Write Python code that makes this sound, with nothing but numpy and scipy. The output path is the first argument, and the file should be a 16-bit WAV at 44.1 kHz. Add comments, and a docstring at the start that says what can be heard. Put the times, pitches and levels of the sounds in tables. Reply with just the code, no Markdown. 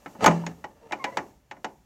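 """A scrape, a sharp slam and a boom: a rusty steel bolt slides home on a wooden shed door.
Then it is worked back in jerks: it squeaks faintly and clacks against its keeper (the catch it
slides into), and the padlock clicks. Rust catching under the bolt makes the scrape, and metal
sticking and slipping makes the squeaks. Every blow is a short metallic crack and a knock of the
boards, heard close by in quiet open air."""
import sys
import numpy as np
from scipy import signal
from scipy.fft import rfft, irfft, next_fast_len
from scipy.io import wavfile

SR = 44100
rng = np.random.default_rng(int(sys.argv[2]) if len(sys.argv) > 2 else 0)


def master(y):
    """Save y as 16-bit WAV."""
    cut = np.clip(np.atleast_2d(y).T, -1, 1)
    pcm = np.round(cut * 32767)  # scale
    wavfile.write(sys.argv[1], SR, pcm.astype(np.int16))


N = 81585

# Levels in the tables are relative. A fade_s is the time a sound takes to fall by 60 dB.
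BANDS_HZ = 1000 * 2 ** (np.arange(-16, 13) / 3)  # band centres, three to an octave
# tone colour of the steady air: band_hz, level_db
AIR_COLOUR = [(25, -11.5), (50, 7), (100, 4.5), (200, -3), (800, -5), (2000, -4.5), (8000, -13.5),
              (16000, -10)]
# tone colour of the faint background hiss: band_hz, level_db
HISS_COLOUR = [(1000, -10), (3000, -5.5), (5000, -5), (7000, 5.5), (9000, -9.5), (13000, 0.5), (16000, -8)]
# loudness of that hiss over time: time_s, level_db
HISS_LOUDNESS = [(0, -65.5), (.12, -60), (.2, -65.5), (.36, -61.5), (.45, -61.5), (.6, -65.5), (.82, -72),
                 (1.1, -63.5), (1.28, -64.5), (1.45, -76.5), (1.56, -72.5), (1.72, -68), (1.85, -73.5)]
# tone colour of the bolt scraping in its guides: band_hz, level_db
SCRAPE_COLOUR = [(25, -38), (70, -22), (170, -2.5), (350, -9), (560, 5), (900, -4), (1400, -7.5),
                 (2200, -10), (3700, -15), (5000, -17.5), (7000, -12.5), (9500, -28.5), (16000, -37.5)]
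# loudness of the scrape over time: time_s, level_db
SCRAPE_LOUDNESS = [(0, -57), (.13, -56.5), (.19, -48.5), (.218, -32), (.234, -19.5), (.258, -28),
                   (.33, -33), (.41, -45), (.5, -49), (.56, -59.5), (.75, -61), (.88, -54.5), (.95, -50),
                   (1.13, -47.5), (1.27, -56.5), (1.42, -78), (1.55, -62.5), (1.85, -77)]
# blows of the bolt and padlock:
# start_s, level_db, bass_db, clank_db, treble_db, top_db, boards_db, ping_hz, ping_db
BLOWS = [(0.06, -36, 7.5, 1.5, -7.5, -23, -4.5, 1317, -6),
         (0.1516, -44.5, 10, -24, -10.5, -12, -2.5, 1270, -13),
         (0.2078, -37.5, 4, -5, 0, -5, -0.5, 1270, -0.5),
         (0.2425, -15.5, -10, -0.5, 0, 2, -0.5, 7300, -21.5),
         (0.2607, -7.5, -7, -6, 0.5, 1.5, -1.5, 2950, -21),
         (0.2784, -17, 9.5, 0.5, -5.5, -13, -7, 2358, -14.5),
         (0.3114, -24, 5, -7.5, -13.5, -16, -4, 2410, -28),
         (.438, -42.5, -13, -30, -22.5, -20.5, -2, 940, 1.5),
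         (0.4649, -32.5, 10.5, 5, 6.5, -7, -7.5, 6700, -11),
         (0.6414, -32, -1.5, -6, -5.5, -11, -4, 1907, -9), (0.9101, -37, 0, -18, -15, -14, 0, 2100, -12),
         (0.9219, -29, -2, 6, 3.5, -5.5, -7, 4030, -24), (0.928, -31.5, 0.5, 0, -6, -5, 3, 2380, -4),
         (1.0414, -26.5, -7, 6.5, 5, -0.5, 1, 2080, -12),
         (1.1709, -20.5, -1, -3, -0.5, -6, -4, 3700, -25.5), (1.1826, -30, -3, 3, -40, -14, -8, 2360, -15),
         (1.5116, -37, -6, 4.5, 0.5, -10, -1.5, 1803, -7.5), (1.5665, -49, 10, -11, -13, -8, -5, 2040, -12),
         (1.6445, -26.5, -1.5, -1, 0, -4.5, -3, 1805, -20.5)]
# the crack of a blow and its tail: band_hz, level_db, crack_fade_s, tail_db, tail_fade_s
CRACK_BANDS = [(30, -52.5, 0.11, -5, 0.6), (80, -36, .15, -6, 1), (181.2, -16.5, 0.11, -5, 0.7),
               (393.7, -12, 0.078, -2, 0.34), (660, -12.5, 0.077, -7, 0.19),
               (832.6, -0.5, 0.057, -12, 0.43), (1191, -14.5, 0.049, -6, .18), (1950, -7, 0.06, -16, 0.24),
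               (3240, -16.5, 0.046, -15.5, 0.14), (5130, -21, 0.042, -13.5, 0.22),
               (6900, -15.5, 0.071, -17, 0.44), (8330, -32.5, .022, -13.5, 0.23),
               (11500, -26.5, 0.047, -20, .28), (15000, -40.5, .022, -14.5, .25)]
# ringing tones of the boards and bolt plate, one list each: pitch_hz, level_db, fade_s
BOARD_PITCH_HZ = [213, 284, 333, 378, 441, 543, 638, 729, 813, 868, 990, 1290, 1460, 1825, 2245, 2945, 5450]
BOARD_LEVEL_DB = [-20, -15.5, -18, -20.5, -18.5, -15, -15.5, -14, -8.5, -6.5, -13, -16, -16.5, -17.5, -22.5,
                  -23.5, -33.5]
BOARD_FADE_S = [.35, .26, .3, .26, .22, .24, .18, .14, .14, .15, .15, .09, .1, .07, .09, .1, .12]
# dull bumps of the hand and door: start_s, level_db, pitch_hz, fade_s
BUMPS = [(0.191, -38.5, 212, 0.07), (0.509, -48.5, 75, 0.61), (1.22, -54.5, 259.5, 0.27),
         (1.364, -59.5, 66, .12), (1.487, -58, 125.7, 0.3), (1.801, -60.5, 167, 0.048)]
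# ringing tones of the whole door, one list each: pitch_hz, level_db, fade_s
DOOR_PITCH_HZ = [168, 212, 246, 333, 383, 584, 642, 918, 1029, 1245, 1455, 2302]
DOOR_LEVEL_DB = [2, -5.5, -8, -7.5, -9, -4.5, -5.5, -4.5, -3.5, -1, -5.5, -11]
DOOR_FADE_S = [.65, .3, .25, .22, .22, .22, .18, .13, .14, .1, .11, .1]
# ringing tones of the bolt's shaft: pitch_hz, level_db, fade_s
SHAFT_TONES = [(6445, -24, .062), (10650, -50, .06), (13250, -52, .07)]
# squeaks: start_s, length_s, from_hz, to_hz, base_tone_db, octave_up_db, two_octaves_up_db
SQUEAKS = [(.815, 0.073, 476, 443, -54, -58, -80), (.988, 0.059, 540, 520, -64, -46.5, -55),
           (1.045, .075, 542, 534, -41, -72, -66), (1.05, 0.062, 489.5, 506, -58, -40, -52),
           (1.115, 0.042, 505, 487, -63, -55, -55), (1.132, 0.054, 550, 537, -45.5, -68, -63)]

SLAM_S, SLAM_DB = .2615, -14  # when the bolt hits home, and how strongly the door booms


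def gain(db):
    """Turn decibels into a number to multiply by."""
    return 10 ** (np.asarray(db) / 20)


def even_level(x):
    """Scale a sound to an average (rms) level of 1."""
    return x / np.sqrt(np.mean(x ** 2))


def even_energy(x):
    """Scale a fading sound to the energy of 16 ms at level 1."""
    return x * np.sqrt(.016 * SR / np.sum(x ** 2, axis=-1, keepdims=True))


def at_bands(table, column=1):
    """Read one column of a table at the band centres."""
    table = np.array(table, float)
    return np.interp(np.log(BANDS_HZ), np.log(table[:, 0]), table[:, column])


def loudness_curve(table):
    """Join (time_s, level_db) points into a gain for each sample."""
    return gain(np.interp(np.arange(N) / SR, *np.array(table).T))


def wander(rate_hz):
    """A smooth random drift, roughly 1 either side of zero."""
    return np.interp(np.arange(N) / SR * rate_hz, np.arange(2000), rng.standard_normal(2000))


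def split_bands(x):
    """Split a sound into bands from low to high, each at level 1."""
    freq_hz = np.maximum(np.fft.rfftfreq(len(x), 1 / SR), 1)
    bands_away = 3 * np.log2(freq_hz / BANDS_HZ[:, None])
    bands = irfft(rfft(x) * np.sqrt(np.clip(1 - abs(bands_away), 0, 1)), len(x))
    return bands / bands.std(axis=1, keepdims=True)


def noise_bands():
    """Fresh noise, one row for each band."""
    return split_bands(rng.standard_normal(next_fast_len(N)))[:, :N]


def add(out, x, start_s):
    """Mix x into out, beginning at start_s."""
    i = int(start_s * SR)
    out[i:i + len(x)] += x[:N - i]


def fade(t, fade_s):
    """Die away, losing 60 dB every fade_s."""
    return np.exp(-np.log(1000) * t / fade_s)


def ring(tones, t):
    """A struck object rings with fading tones; neighbours start in opposite directions."""
    return sum((-1) ** k * gain(db) * even_energy(np.sin(2 * np.pi * hz * t) * fade(t, fade_s))
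               for k, (hz, db, fade_s) in enumerate(tones))


def background_noise(air_db=-65):
    """Quiet, steady air, plus a separate faint hiss whose level rises and falls."""
    air = even_level(gain(at_bands(AIR_COLOUR)) @ noise_bands())
    hiss = even_level(gain(at_bands(HISS_COLOUR)) @ noise_bands())
    return air * gain(air_db) + hiss * loudness_curve(HISS_LOUDNESS)


def bolt_scrape(grains_per_s=2500, spread_db=2.5, grain_ring_s=0.0088, flicker_db=1.5):
    """Grains of rust catch and let go under the moving bolt, shaking its plate."""
    size, t = next_fast_len(N), np.arange(SR // 20) / SR
    grains = (rng.random(size) < grains_per_s / SR) * rng.standard_normal(size)
    grains *= gain(spread_db * np.minimum(rng.exponential(size=size), 3))  # a few catch harder
    plate_ring = rng.standard_normal(len(t)) * np.exp(-t / grain_ring_s)
    shaking = signal.fftconvolve(grains, plate_ring)[:size]
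    scrape = even_level(gain(at_bands(SCRAPE_COLOUR)) @ split_bands(shaking)[:, :N])
    return scrape * loudness_curve(SCRAPE_LOUDNESS) * gain(flicker_db * wander(60))


def metal_blows(crack_db=-6, ping_fade_s=0.053):
    """Each blow cracks, knocks the boards and adds a ping set by where the steel touches."""
    out, t = np.zeros(N), np.arange(SR // 2) / SR
    rise = 1 - np.exp(-2 * t * BANDS_HZ[:, None])  # low bands start more slowly
    crack_fade_s, tail_db, tail_fade_s = (at_bands(CRACK_BANDS, c)[:, None] for c in (2, 3, 4))
    snap = even_energy(rise * fade(t, crack_fade_s))
    tail = gain(tail_db) * even_energy(rise * fade(t, tail_fade_s))
    shape = np.hypot(snap, tail)
    boards = ring(zip(BOARD_PITCH_HZ, BOARD_LEVEL_DB, BOARD_FADE_S), t)
    noise = noise_bands()  # stands for many tightly packed tones
    for blow, offset in zip(BLOWS, rng.integers(0, N - len(t), len(BLOWS))):
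        start_s, level_db, bass_db, clank_db, treble_db, top_db, boards_db, ping_hz, ping_db = blow
        colour_db = at_bands([(250, bass_db), (700, 0), (1100, 0), (2100, clank_db), (5000, treble_db),
                              (7000, treble_db), (11000, top_db), (16000, 2 * top_db)])
        bursts = even_energy(noise[:, offset:offset + len(t)] * shape)
        crack = gain(at_bands(CRACK_BANDS) + colour_db + crack_db) @ bursts
        ping = ring([(ping_hz, ping_db, ping_fade_s)], t)
        add(out, gain(level_db) * (crack + gain(boards_db) * boards + ping), start_s)
    return out


def hand_bumps(rise_s=0.00214):
    """Soft, low knocks as the hand shifts the door on its hinges."""
    out, t = np.zeros(N), np.arange(SR // 3) / SR
    rise = 1 - np.exp(-t / rise_s)
    for start_s, level_db, pitch_hz, fade_s in BUMPS:
        add(out, ring([(pitch_hz, level_db, fade_s)], t) * rise, start_s)
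    return out


def door_boom(rise_cycles=3.6, muffle_at_s=.525, muffle_ease_s=0.0048, muffle_db=-10.5):
    """The slam sets the whole door booming, until the hand muffles it by pulling the bolt again."""
    out, t = np.zeros(N), np.arange(N) / SR
    for pitch_hz, level_db, fade_s in zip(DOOR_PITCH_HZ, DOOR_LEVEL_DB, DOOR_FADE_S):
        rise = 1 - np.exp(-t * pitch_hz / rise_cycles)
        add(out, ring([(pitch_hz, SLAM_DB + level_db, fade_s)], t) * rise, SLAM_S)
    grip = .5 * (1 + np.tanh((t - muffle_at_s) / muffle_ease_s))  # goes from 0 to 1
    return out * gain(muffle_db * grip)


def shaft_ring():
    """Struck on its end at the slam, the steel shaft gives a brief, high ring."""
    out = np.zeros(N)
    add(out, ring(SHAFT_TONES, np.arange(SR // 4) / SR), SLAM_S)
    return out


def bolt_squeaks(pitch_wobble=.022, wobble_hz=252, flutter_db=3.5, flutter_hz=220):
    """Metal dragged on metal sticks and slips, making short, unsteady tones."""
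    out = np.zeros(N)
    for start_s, length_s, from_hz, to_hz, *octaves_db in SQUEAKS:
        size = int(length_s * SR)
        progress = np.linspace(0, 1, size)
        glide_hz = from_hz + (to_hz - from_hz) * progress
        pitch_hz = glide_hz * (1 + pitch_wobble * wander(wobble_hz)[:size])
        phase = 2 * np.pi * np.cumsum(pitch_hz) / SR
        tone = sum(gain(db) * np.sin(2 ** octave * phase) for octave, db in enumerate(octaves_db))
        swell = 2 * np.sin(np.pi * progress)
        flutter = gain(flutter_db * wander(flutter_hz)[:size])
        add(out, tone * swell * flutter, start_s)
    return out


def scene():
    """Add all the sounds together in one channel."""
    knocks = metal_blows() + hand_bumps() + door_boom() + shaft_ring()
    return (knocks + bolt_scrape() + bolt_squeaks() + background_noise())[None]


def record(dry, top_hz=15900):
    """Round off the loudest peak and cut the very highest treble."""
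    rounded = np.tanh(0.69 * dry) / 0.78
    return signal.sosfilt(signal.ellip(10, .2, 80, top_hz, fs=SR, output="sos"), rounded)


dry = scene()
out = record(dry)
master(out)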